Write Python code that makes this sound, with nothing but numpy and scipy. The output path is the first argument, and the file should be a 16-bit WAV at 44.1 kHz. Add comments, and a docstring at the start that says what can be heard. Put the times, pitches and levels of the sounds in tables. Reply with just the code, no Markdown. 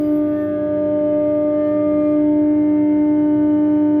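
"""A two-fluted router cutter, turning at about 18 000 rpm, cuts a pocket into a foam block, then lifts
clear and runs free. It hums in the dust hood at harmonics of the shaft frequency; the hood's distance
from the block changes the balance of these low tones. The spindle whines at higher shaft orders.
The flutes rasp and sizzle while they touch the foam; dust extraction rushes and drones underneath."""
import sys
import numpy as np
from scipy.fft import rfft, irfft, next_fast_len
from scipy.io import wavfile
from scipy.ndimage import map_coordinates

SR = 44100
rng = np.random.default_rng(int(sys.argv[2]) if len(sys.argv) > 2 else 0)


def output_pcm(signal):
    """Save a mono or channel-first signal as 16-bit PCM at the path in sys.argv[1].

    Samples are clipped to [-1, 1] before scaling.
    """
    pcm = np.clip(np.atleast_2d(signal).T, -1, 1) * 32767
    wavfile.write(sys.argv[1], SR, np.round(pcm).astype(np.int16))


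N = 176400


def cutter_hum(angle):
    """Periodic rotation radiates a harmonic series, whose balance shifts as the hood moves."""
    # envelopes of shaft orders 1 to 4; order 2 is the flute-passing frequency (t/s, level/dB)
    first = [(0.03, -18.5), (0.14, -16), (0.5, -23), (0.66, -24), (0.95, -22), (1.35, -21), (1.72, -20.5),
             (2.26, -15), (3.97, -15)]
    second = [(0.03, -26.5), (0.48, -24), (0.78, -20), (1.17, -18), (2.1, -20.5), (2.27, -25), (2.4, -25),
              (2.6, -29), (3.97, -28)]
    third = [(0.03, -53), (0.11, -46.5), (0.45, -50.5), (0.49, -65), (0.63, -49), (0.93, -42.5),
             (2.18, -46.5), (2.32, -38), (2.49, -42.5), (3.06, -38), (3.58, -39), (3.97, -37.5)]
    fourth = [(0.03, -48), (0.06, -47), (0.37, -42.5), (1.02, -46.5), (1.86, -38), (2.16, -40.5),
              (2.27, -58.5), (2.77, -51), (2.85, -67.5), (3.03, -55), (3.57, -48.5), (3.97, -52)]
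    envelopes = [first, second, third, fourth]
    return sum(amp(curve(rows)) * tone(order * angle) for order, rows in enumerate(envelopes, 1))


def spindle_whine(angle, in_cut):
    """Amplitude modulation: whole and half shaft orders follow the load and swell as the head travels."""
    # partials of the spindle (shaft order, free-running level/dB, cutting level/dB)
    partials = [(4.5, -64.5, -68.5), (5, -57, -59.5), (5.5, -60, -58.5), (6, -57, -63.5),
                (6.5, -79.5, -64.5), (7, -58.5, -61.5), (7.5, -64, -68.5), (8, -69, -72), (8.5, -84.5, -70),
                (9, -75, -74), (10, -77.5, -74), (10.5, -71.5, -74), (11, -79, -71), (11.5, -91, -78),
                (12, -85.5, -78), (13, -84, -81.5), (14, -87.5, -88), (16, -96, -92.5), (17, -97.5, -94.5)]
    # Gaussian swells added to single partials (centre t/s, standard deviation/s, shaft order, level/dB)
    swells = [(.06, .07, 10, -69.5), (.3, .18, 9, -71.5), (.36, .1, 16, -77.5), (0.414, 0.055, 6, -47),
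              (.43, .05, 12, -74), (0.584, 0.13, 5.5, -55), (0.603, .2, 11, -75), (.68, .25, 5, -52.5),
              (1.128, 0.15, 10, -69.5), (1.628, .06, 10, -67.5), (1.672, .05, 14, -73),
              (1.684, 0.081, 6, -50), (1.796, .38, 7, -53.5), (1.851, .25, 11, -73), (1.801, 0.12, 8, -63),
              (2.061, 0.065, 8, -58), (2.068, .06, 14, -75.5), (2.07, .06, 16, -77), (2.88, .22, 7, -52),
              (2.88, 0.2, 9, -66), (3.45, .45, 5, -58), (3.552, 0.49, 10, -68)]
    drift_db, flutter_db = 1.86, 1.1
    whine = np.zeros(N)
    for order, free_db, cut_db in partials:
        gain = amp(free_db + (cut_db - free_db) * in_cut)
        for centre_s, width_s, swell_order, db in swells:
            if swell_order == order:
                gain += amp(db) * np.exp(-.5 * ((times() - centre_s) / width_s) ** 2)
        unsteady_db = drift_db * wobble(2.5) + flutter_db * wobble(45)
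        whine += gain * amp(unsteady_db) * tone(order * angle)
    return whine


def foam_cutting(angle):
    """Periodic contact: two flutes tear the foam each turn, giving high harmonics and pulsed noise."""
    # envelopes of the rasp and of the sizzle above it (t/s, level/dB)
    rasp_levels = [(0.02, -66), (0.15, -70), (0.27, -79.5), (0.42, -67), (0.54, -85.5), (1.56, -86.5),
                   (1.68, -70.5), (1.8, -82), (1.92, -79.5), (2.02, -72), (2.12, -73.5), (2.2, -87.5)]
    sizzle_levels = [(0.02, -58), (0.12, -61.5), (0.17, -59.5), (0.24, -69.5), (0.31, -67.5), (0.35, -70),
                     (0.43, -62.5), (0.5, -75.5), (0.62, -88.5), (1.57, -90.5), (1.68, -70.5),
                     (1.78, -79.5), (1.93, -73), (2.03, -76), (2.1, -70.5), (2.2, -82.5)]
    # spectral shapes of the rasp, the sizzle's harmonics and the tearing noise (f/Hz, relative level/dB)
    rasp_spectrum = [(3600, -2.5), (4200, -1.5), (4800, 1.5), (5400, -9.5), (7200, -9.5), (8400, -13.5),
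                     (9600, -9)]
    sizzle_spectrum = [(9600, -8), (11500, -4), (12700, 1), (14300, 0), (15600, -8.5)]
    tear_spectrum = [(3000, -8.5), (5500, -13), (8500, -16.5), (10500, -6.5), (13000, -2), (15600, -7.5)]
    jitter_rad, pulse_sharpness = .005, .6
    tear_relative_db, spurt_db = -4.5, 2.1
    contact = angle + jitter_rad * wobble(120)  # the flutes meet the foam unevenly
    rasp = coloured(flute_harmonics(contact, range(12, 33)), rasp_spectrum)
    high_harmonics = coloured(flute_harmonics(contact, range(33, 53)), sizzle_spectrum)
    puffs = rng.standard_normal(N) * np.exp(pulse_sharpness * np.cos(2 * contact))
    sizzle = unit(high_harmonics + amp(tear_relative_db) * coloured(puffs, tear_spectrum))
    sizzle_db = curve(sizzle_levels) + spurt_db * wobble(70)
    return amp(curve(rasp_levels)) * rasp + amp(sizzle_db) * sizzle


def flute_harmonics(contact, orders):
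    """Symmetry: two nearly equal flutes leave odd orders weak. Levels wander as chips break away."""
    odd_db, wander_db = -12, 2.5
    return sum(amp(odd_db * (k % 2) + wander_db * wobble(18)) * tone(k * contact) for k in orders)


def suction(angle):
    """Broadband flow noise: air rushes into the hood, its treble chopped by the passing flutes."""
    # spectral density of the airflow (f/Hz, relative level/dB)
    air_spectrum = [(25, -95), (45, -83), (63, -62.5), (85, -69), (120, -54.5), (165, -64), (230, -65),
                    (285, -59), (340, -63.5), (450, -72.5), (640, -73), (820, -79), (1100, -84.5),
                    (1400, -86), (1620, -83.5), (1800, -89.5), (2200, -88.5), (2600, -96.5), (3100, -95.5),
                    (3500, -102), (4000, -104), (5300, -115), (8000, -118), (11000, -115), (15500, -115)]
    level_db, sway_db = -36.5, .2
    chop_depth, chop_above_hz = .2, 1600
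    air = coloured(rng.standard_normal(N), air_spectrum)
    treble = filtered(air, lambda hz: 1 - 1 / (1 + (hz / chop_above_hz) ** 4))
    chopped = air + chop_depth * np.cos(2 * angle) * treble
    return amp(level_db - sway_db * wobble(11)) * chopped


def motor_drone():
    """Steadily running motors give a line spectrum; each line drifts a little in level and phase."""
    # tones of the extractor and the machine's motors (f/Hz, level/dB)
    lines = [(96.7, -43.5), (193.3, -39.5), (290, -42.5), (352.5, -39.5), (359.7, -57.5), (386.6, -36.5),
             (483.2, -64), (657.2, -48.5), (676.4, -59.5), (705, -56.5), (726, -62), (749, -62),
             (787.4, -67.5)]
    drift_db, drift_rad = .8, .28
    drone = np.zeros(N)
    for hz, db in lines:
        gain = amp(db + drift_db * wobble(3))
        drone += gain * tone(2 * np.pi * hz * times() + drift_rad * wobble(2))
    return drone


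def amp(db):
    """Amplitude ratio of a level in decibels."""
    return 10 ** (np.asarray(db) / 20)


def unit(x):
    """Normalisation to rms 1."""
    return x / np.sqrt(np.mean(x ** 2) + 1e-20)


def times():
    """Sampling instants, t/s."""
    return np.arange(N) / SR


def curve(rows):
    """Linear interpolation between (t/s, value) points."""
    return np.interp(times(), *np.transpose(rows))


def wobble(knots_per_s):
    """Smooth random modulation: a spline through Gaussian knots of unit variance."""
    coarse = times()[::64]
    spline = map_coordinates(rng.standard_normal(2048), [coarse * knots_per_s + 2], mode="wrap")
    return np.interp(times(), coarse, spline)


def filtered(x, response):
    """Linear filtering: the spectrum of x is multiplied by a frequency response."""
    size = next_fast_len(N + 8192)
    return irfft(rfft(x, size) * response(np.fft.rfftfreq(size, 1 / SR)), size)[:N]


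def coloured(x, points):
    """Spectral shaping by (f/Hz, level/dB) points on a log-frequency axis, normalised to rms 1."""
    f, db = np.transpose(points)
    return unit(filtered(x, lambda hz: amp(np.interp(np.log(hz + 1), np.log(f), db))))


def tone(angle):
    """A sinusoid of rms 1 with a random initial phase."""
    return np.sqrt(2) * np.sin(angle + 2 * np.pi * rng.random())


def scene():
    """Superposition: one shaft angle drives hum, whine, air chopping and cutting, over the drone."""
    shaft_hz, jitter_rad = 299.68, .018
    lift_midpoint_s, lift_duration_s = 2.4, .18  # the cutter leaves the foam
    angle = 2 * np.pi * shaft_hz * times() + jitter_rad * wobble(22)
    in_cut = np.clip(.5 + (lift_midpoint_s - times()) / lift_duration_s, 0, 1)
    router = cutter_hum(angle) + spindle_whine(angle, in_cut)
    background = suction(angle) + motor_drone()
    return (router + in_cut * foam_cutting(angle) + background)[None]


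def record(dry):
    """Band limiting: an ideal low-pass filter removes the highest treble."""
    cutoff_hz = 15730
    return filtered(dry[0], lambda hz: hz < cutoff_hz)[None]


dry = scene()
out = record(dry)
output_pcm(out)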